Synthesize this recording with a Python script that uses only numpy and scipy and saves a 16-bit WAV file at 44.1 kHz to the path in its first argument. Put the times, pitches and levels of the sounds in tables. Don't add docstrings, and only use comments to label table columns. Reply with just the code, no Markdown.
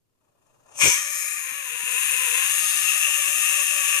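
import sys
import numpy as np
from scipy import signal
from scipy.fft import rfft, irfft, next_fast_len
from scipy.io import wavfile
from scipy.ndimage import uniform_filter1d, minimum_filter1d, map_coordinates

SR = 44100
rng = np.random.default_rng(int(sys.argv[2]) if len(sys.argv) > 2 else 0)


def master(y):
    cut = np.clip(np.atleast_2d(y).T, -1, 1)
    pcm = np.round(cut * 32767)
    wavfile.write(sys.argv[1], SR, pcm.astype(np.int16))


N = 176400
TIME_S = np.arange(N) / SR


def amp(db):
    return 10 ** (np.asarray(db) / 20)


def unit(x):
    return x / np.sqrt(np.mean(x ** 2) + 1e-20)


def curves(rows):
    times, *columns = np.transpose(rows)
    return [np.interp(TIME_S, times, column) for column in columns]


def wobble(rate_hz):
    return map_coordinates(rng.standard_normal(N // 100), [TIME_S * rate_hz], mode="wrap")


def swell(peak_s, width_s):
    return np.exp(-.5 * ((TIME_S - peak_s) / width_s) ** 2)


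def sine(hz):
    return np.sin(2 * np.pi * np.cumsum(hz) / SR)


def equalise(x, eq):
    size = 4096
    hz, db = np.transpose(eq)
    gain = amp(np.interp(np.log(np.fft.rfftfreq(size, 1 / SR) + 1), np.log(hz + 1), db))
    cepstrum = irfft(np.log(gain))
    cepstrum[1:size // 2] *= 2
    cepstrum[size // 2 + 1:] = 0
    return signal.fftconvolve(x, irfft(np.exp(rfft(cepstrum))))[:N]


def lowpass(x, hz, order):
    size = next_fast_len(N + SR // 2)
    return irfft(rfft(x, size) / (1 + (np.fft.rfftfreq(size, 1 / SR) / hz) ** order), size)[..., :N]


def noise(eq):
    return unit(equalise(rng.standard_normal(N), eq))


def clicks(at, sizes):
    taps = np.floor(at)[:, None].astype(int) + np.arange(-7, 9)
    offset = taps - at[:, None]
    shape = np.sinc(offset) * np.cos(np.pi * offset / 16) ** 2
    return np.bincount(np.clip(taps, 0, N).ravel(), (sizes[:, None] * shape).ravel(), N + 1)[:N]


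def reverb(x, t60_s):
    t = np.arange(SR // 2) / SR
    tail = rng.standard_normal(len(t)) * amp(-60 * t / t60_s) * (t > t60_s / 30)
    return signal.fftconvolve(x, tail / np.linalg.norm(tail))[:N]


def resonate(x, glide, width_hz, throb=1):
    hz, boost = curves(glide)
    carrier = np.exp(2j * np.pi * np.cumsum(hz) / SR)
    pole = np.exp(-np.pi * width_hz / SR)
    ring = 2 * (carrier * signal.lfilter([1 - pole], [1, -pole], x / carrier)).real
    overlap = np.mean(ring ** 2) / np.mean(x ** 2)
    return (x + throb * boost * ring) / np.sqrt(1 + overlap * boost * (2 + boost))


# time_s, level_db
RUMBLE_FADER = [(0, -76.5), (.25, -73.5), (.7, -66), (.85, -58), (.97, -110), (4, -112)]
# freq_hz, gain_db
RUMBLE_EQ = [(20, -5), (60, -15), (125, -3.5), (200, -13), (400, -11), (900, -30)]


def rumble():
    level_db, = curves(RUMBLE_FADER)
    return amp(level_db) * noise(RUMBLE_EQ)


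# delay_ms, gain
LEFT_TAPS = [(0, .99), (3, -.27)]
RIGHT_TAPS = [(.16, .94), (.47, .45), (.63, -.23), (1.56, .67), (2.28, .13), (2.65, -.25), (2.9, 1)]


def tub_and_room(x, taps, tub_db, room_db):
    early = sum(gain * map_coordinates(x, [np.arange(N) - ms * SR / 1000], order=5) for ms, gain in taps)
    early /= np.linalg.norm([gain for _, gain in taps])
    mix = early + amp(tub_db) * reverb(x, t60_s=.012) + amp(room_db) * reverb(x, t60_s=.2)
    return mix / np.sqrt(1 + amp(tub_db) ** 2 + amp(room_db) ** 2)


# peak_s, level_db, pitch_hz, width_s
HANDLING_THUMPS = [(1.35, -60, 85, 0.018), (1.522, -43.5, 226, 0.0016), (1.696, -55.5, 181, 0.0063),
                   (1.738, -52.5, 140, 0.0059), (1.837, -41, 198, 0.0017), (2.148, -57, 174, 0.0096)]


def handling_thumps():
    thumps = sum(amp(db) * swell(peak_s, width_s) * np.cos(2 * np.pi * hz * (TIME_S - peak_s))
                 for peak_s, db, hz, width_s in HANDLING_THUMPS)
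    return thumps + amp(-8) * reverb(thumps, t60_s=.08)


# freq_hz, gain_db
PUFF_EQ = [(20, -13), (70, -12), (130, -1), (200, -6.5), (350, -4), (600, -10.5), (1200, -19)]


def lunge_puff(level_db):
    return amp(level_db) * swell(peak_s=.864, width_s=.021) * noise(PUFF_EQ)


# time_s, freq_hz, boost
WHISTLE_GLIDE = [(.4, 6150, .5), (.72, 6200, 3.4), (.82, 5870, 0.3), (.97, 6080, 1.3), (1.15, 6470, 0.11),
                 (1.33, 7270, 1.3), (1.5, 6320, 1), (2.1, 7100, 0.13), (2.622, 6430, 0.57), (2.8, 6250, .6),
                 (2.95, 6700, 0.095)]
SHRILL_GLIDE = [(.7, 9200, 1.6), (0.849, 8800, 0), (1.0, 8400, 0.55), (1.13, 8400, 0.53),
                (1.22, 9650, 0.32), (1.42, 10100, 1.2), (1.62, 10500, 0), (1.82, 9500, 0.43),
                (2.6, 9500, 0.056)]
SIZZLE_GLIDE = [(.95, 12400, 0), (1.08, 12900, 0.7), (1.32, 13400, .5), (1.58, 13000, 1.4),
                (1.8, 13380, .1)]


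def mouth_whistle(x):
    x = resonate(x, WHISTLE_GLIDE, width_hz=260)
    x = resonate(x, SHRILL_GLIDE, width_hz=400)
    return resonate(x, SIZZLE_GLIDE, width_hz=400)


# time_s, body_db, treble_db
RASP_FADERS = [(0, -85, -87), (.19, -77.5, -83), (.24, -68, -75), (.34, -70.5, -79), (.45, -64.5, -68),
               (.63, -60.5, -66.5), (.69, -51.5, -56), (.765, -51, -43), (.79, -35, -38), (1.0, -100, -110)]
# freq_hz, gain_db
RASP_BODY_EQ = [(150, -37), (300, -19), (450, -8), (620, 2), (850, -1.5), (1150, -3.5), (1500, -11.5),
                (1850, -11), (2400, -35)]
RASP_TREBLE_EQ = [(1500, -22), (2550, 6.5), (3500, -4), (4700, -12), (6100, -4.5), (7100, 6), (8200, -5),
                  (9700, -1.5), (11500, -19), (14500, -54)]


def rasp(flutter_hz=29.35, depth_db=3.5, trim_db=-2.5):
    body_db, treble_db = curves(RASP_FADERS)
    flutter_db = depth_db * sine(flutter_hz * (1 + .21 * wobble(13.85)))
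    body = amp(body_db) * noise(RASP_BODY_EQ)
    treble = amp(treble_db) * mouth_whistle(noise(RASP_TREBLE_EQ))
    return amp(flutter_db + trim_db) * (body + treble)


def thin_tones(pitch_hz, drift=.024, flicker_hz=42):
    fundamental_hz = pitch_hz * (1 + drift * wobble(110))
    octave_hz = 2 * pitch_hz * (1 + drift / 2 * wobble(110))
    side_hz = 755 * (1 + .08 * wobble(45))
    tones = 0
    for db, hz in [(-23, fundamental_hz), (-15.5, octave_hz), (-24.5, side_hz)]:
        gate = (1 + np.tanh(2 * wobble(flicker_hz))) / 2
        tones += amp(db) * gate * sine(hz)
    return tones


# freq_hz, gain_db
HISS_EQ = [(1000, -90), (2500, -38), (3500, 8), (4400, 0), (5300, 0), (6500, -25), (9000, -42)]


def hiss_swell(spurts):
    hiss = unit(equalise(spurts * rng.standard_normal(N), HISS_EQ))
    return amp(-36) * swell(peak_s=2.74, width_s=.18) * hiss


# time_s, yelp_share, open_share
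MOUTH_MORPH = [(.88, 0.88, 0), (.99, 0.56, 0), (1.3, 0.18, 0.07), (1.75, 0.03, 0.53), (2.1, 0, 0.59),
               (2.8, 0.12, 0.63), (2.9, 0.17, 0.61)]
# freq_hz, gain_db
YELP_EQ = [(250, -62.5), (480, -29), (900, -16.5), (1500, -15.5), (1900, -12), (2280, 0.5), (2700, -9.5),
           (3100, -5), (3900, -19.5), (4900, -17), (6000, -1), (7000, -0.5), (9200, -3), (11000, -16),
           (12900, -15), (14300, -23.5)]
HALF_OPEN_EQ = [(330, -65), (480, -20), (850, -18), (1100, -7), (1400, -9.5), (1780, 4), (2050, 3),
                (2400, 3), (3000, -15.5), (3550, -22), (3900, -7), (4500, -21), (5400, -17), (6250, -8),
                (7200, -3), (7900, -16.5), (8800, 0), (9900, -2), (11000, -9), (13400, -9), (14600, -19.5)]
WIDE_OPEN_EQ = [(350, -44.5), (520, -39), (800, -10), (950, -17), (1180, -15), (1400, -19), (1790, -11),
                (2020, -19), (2300, -10), (2680, 2), (3100, -10), (3850, -12.5), (4400, -26.5),
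                (5500, -33.5), (5950, -13), (6700, -9.5), (8100, -10.5), (9000, -5.5), (9900, -2),
                (11000, -9), (12500, -17.5), (13700, -13), (14600, -29)]


def mouth(source, treble, crossover_hz=4450):
    yelp, opening = np.clip(curves(MOUTH_MORPH), 0, 1)
    held = 1 - yelp
    voice = 0
    for eq, share in [(YELP_EQ, yelp), (HALF_OPEN_EQ, held * (1 - opening)), (WIDE_OPEN_EQ, held * opening)]:
        rung = equalise(source, eq)
        rung -= lowpass(rung, hz=514, order=44)
        body = lowpass(rung, crossover_hz, order=16)
        voice += share * unit(rung - body if treble else body)
    return voice - .68 * held * lowpass(voice, hz=960, order=30)


def fold_closures(pitch_hz, drift=.045, jitter_periods=.0534, decay_per_period=1.86):
    cycles = np.cumsum(pitch_hz * (1 + drift * wobble(400))) / SR
    count = np.arange(1, int(cycles[-1]) - 1)
    timing, shared_db, body_scatter, treble_scatter = rng.standard_normal((len(count), 4)).T
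    at = np.sort(np.interp(count + jitter_periods * timing, cycles, np.arange(N)))
    flutter_db = 3 * sine(170.4 * (1 + .1392 * wobble(60)))
    accent_db = shared_db + flutter_db[at.astype(int)]
    periods_since = np.abs(np.arange(N) - at[latest(at)]) * pitch_hz / SR
    spurts = np.exp(-decay_per_period * periods_since)
    return at, accent_db + 2 * body_scatter, accent_db + .5 * treble_scatter, spurts


def latest(at):
    return np.clip(np.searchsorted(at, np.arange(N)) - 1, 0, None)


def fold_slaps(at, accent_db, spurts, air_gain, limit_db=4.5):
    sizes = amp(limit_db * np.tanh(accent_db / limit_db))
    air = unit(spurts * sizes[latest(at)] * rng.standard_normal(N))
    return air_gain * air - unit(clicks(at, sizes))


# time_s, pitch_hz
FOLD_PITCH = [(.8, 535.2), (.93, 492.8), (.99, 620), (1.1, 571), (1.15, 598.5), (1.37, 591), (1.42, 512.4),
              (1.6, 544), (1.71, 490), (1.89, 486.3), (2.06, 551.3), (2.15, 495.5), (2.33, 491.3),
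              (2.52, 581), (2.76, 621.5), (3.0, 596.2), (3.24, 575.6), (3.41, 608.3), (4.0, 554.8)]
# time_s, body_db, treble_db
CRY_FADERS = [(0.74, -70, -60), (0.78, -55.5, -37), (0.82, -15.5, -18.5), (0.86, -22, -19.5),
              (0.94, -30, -22.5), (0.95, -28, -25), (1.0, -35, -29.5), (1.09, -38, -32),
              (1.16, -37.5, -29.5), (1.61, -36.5, -37), (1.81, -34.5, -33), (1.94, -30.5, -27.5),
              (2.4, -28, -26), (2.58, -32, -25), (2.82, -31.5, -25.5), (2.9, -28, -24.5),
              (3.0, -30.5, -25.5), (3.08, -28.5, -26), (3.38, -30.5, -25.5), (3.4, -28.5, -25),
              (3.65, -29, -25), (3.65, -30.5, -26), (3.96, -28, -25.5)]
# time_s, freq_hz, boost
JAW_GLIDE = [(.82, 2450, 1.3), (.87, 2300, 1.5), (1.0, 2200, .1), (1.35, 2470, 1.3), (1.85, 2530, .7),
             (2.05, 2490, 1), (2.5, 2550, .2), (2.84, 2700, 0), (2.88, 2740, 1.4), (2.99, 2640, .5),
             (3.08, 2770, 1.7), (3.24, 2680, .8), (4, 2640, 1.1)]


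def scream(waver=.024, throb_db=6, attack_s=.011):
    pitch_hz = curves(FOLD_PITCH)[0] * (1 + waver * wobble(30))
    at, body_accents, treble_accents, spurts = fold_closures(pitch_hz)
    throb = amp(throb_db * np.tanh(wobble(70)))
    body = mouth(fold_slaps(at, body_accents, spurts, air_gain=.44), treble=False)
    body = resonate(body, JAW_GLIDE, width_hz=180, throb=throb) + thin_tones(pitch_hz)
    treble = mouth(fold_slaps(at, treble_accents, spurts, air_gain=.66), treble=True)
    treble = mouth_whistle(treble)
    body_db, treble_db = uniform_filter1d(np.array(curves(CRY_FADERS)), size=441, axis=1)
    fade_in = np.clip((TIME_S - CRY_FADERS[0][0]) / attack_s + 1, 0, 1)
    return fade_in * (amp(body_db + 8) * body + amp(treble_db + 6) * treble) + hiss_swell(spurts)


# freq_hz, gain_db
OFF_AXIS_EQ = [(400, -3), (1200, -4), (2600, -10), (3600, -2.5), (4600, 2), (6300, -4), (7800, -15.5),
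               (9800, -18.5), (14000, -12.5)]


def scene():
    frog = scream() + rasp()
    left = tub_and_room(frog, LEFT_TAPS, tub_db=-14, room_db=-11)
    right = tub_and_room(equalise(frog, OFF_AXIS_EQ), RIGHT_TAPS, tub_db=-3, room_db=-4.5)
    left += rumble() + lunge_puff(level_db=-20)
    right += rumble() + lunge_puff(level_db=-64) + handling_thumps()
    return np.array([left, right])


def record(dry, ceiling=.94):
    sound = lowpass(dry, hz=14750, order=400)
    gain = ceiling / np.maximum(np.abs(sound).max(axis=0), ceiling)
    return sound * uniform_filter1d(minimum_filter1d(gain, size=201), size=201)


dry = scene()
out = record(dry)
master(out)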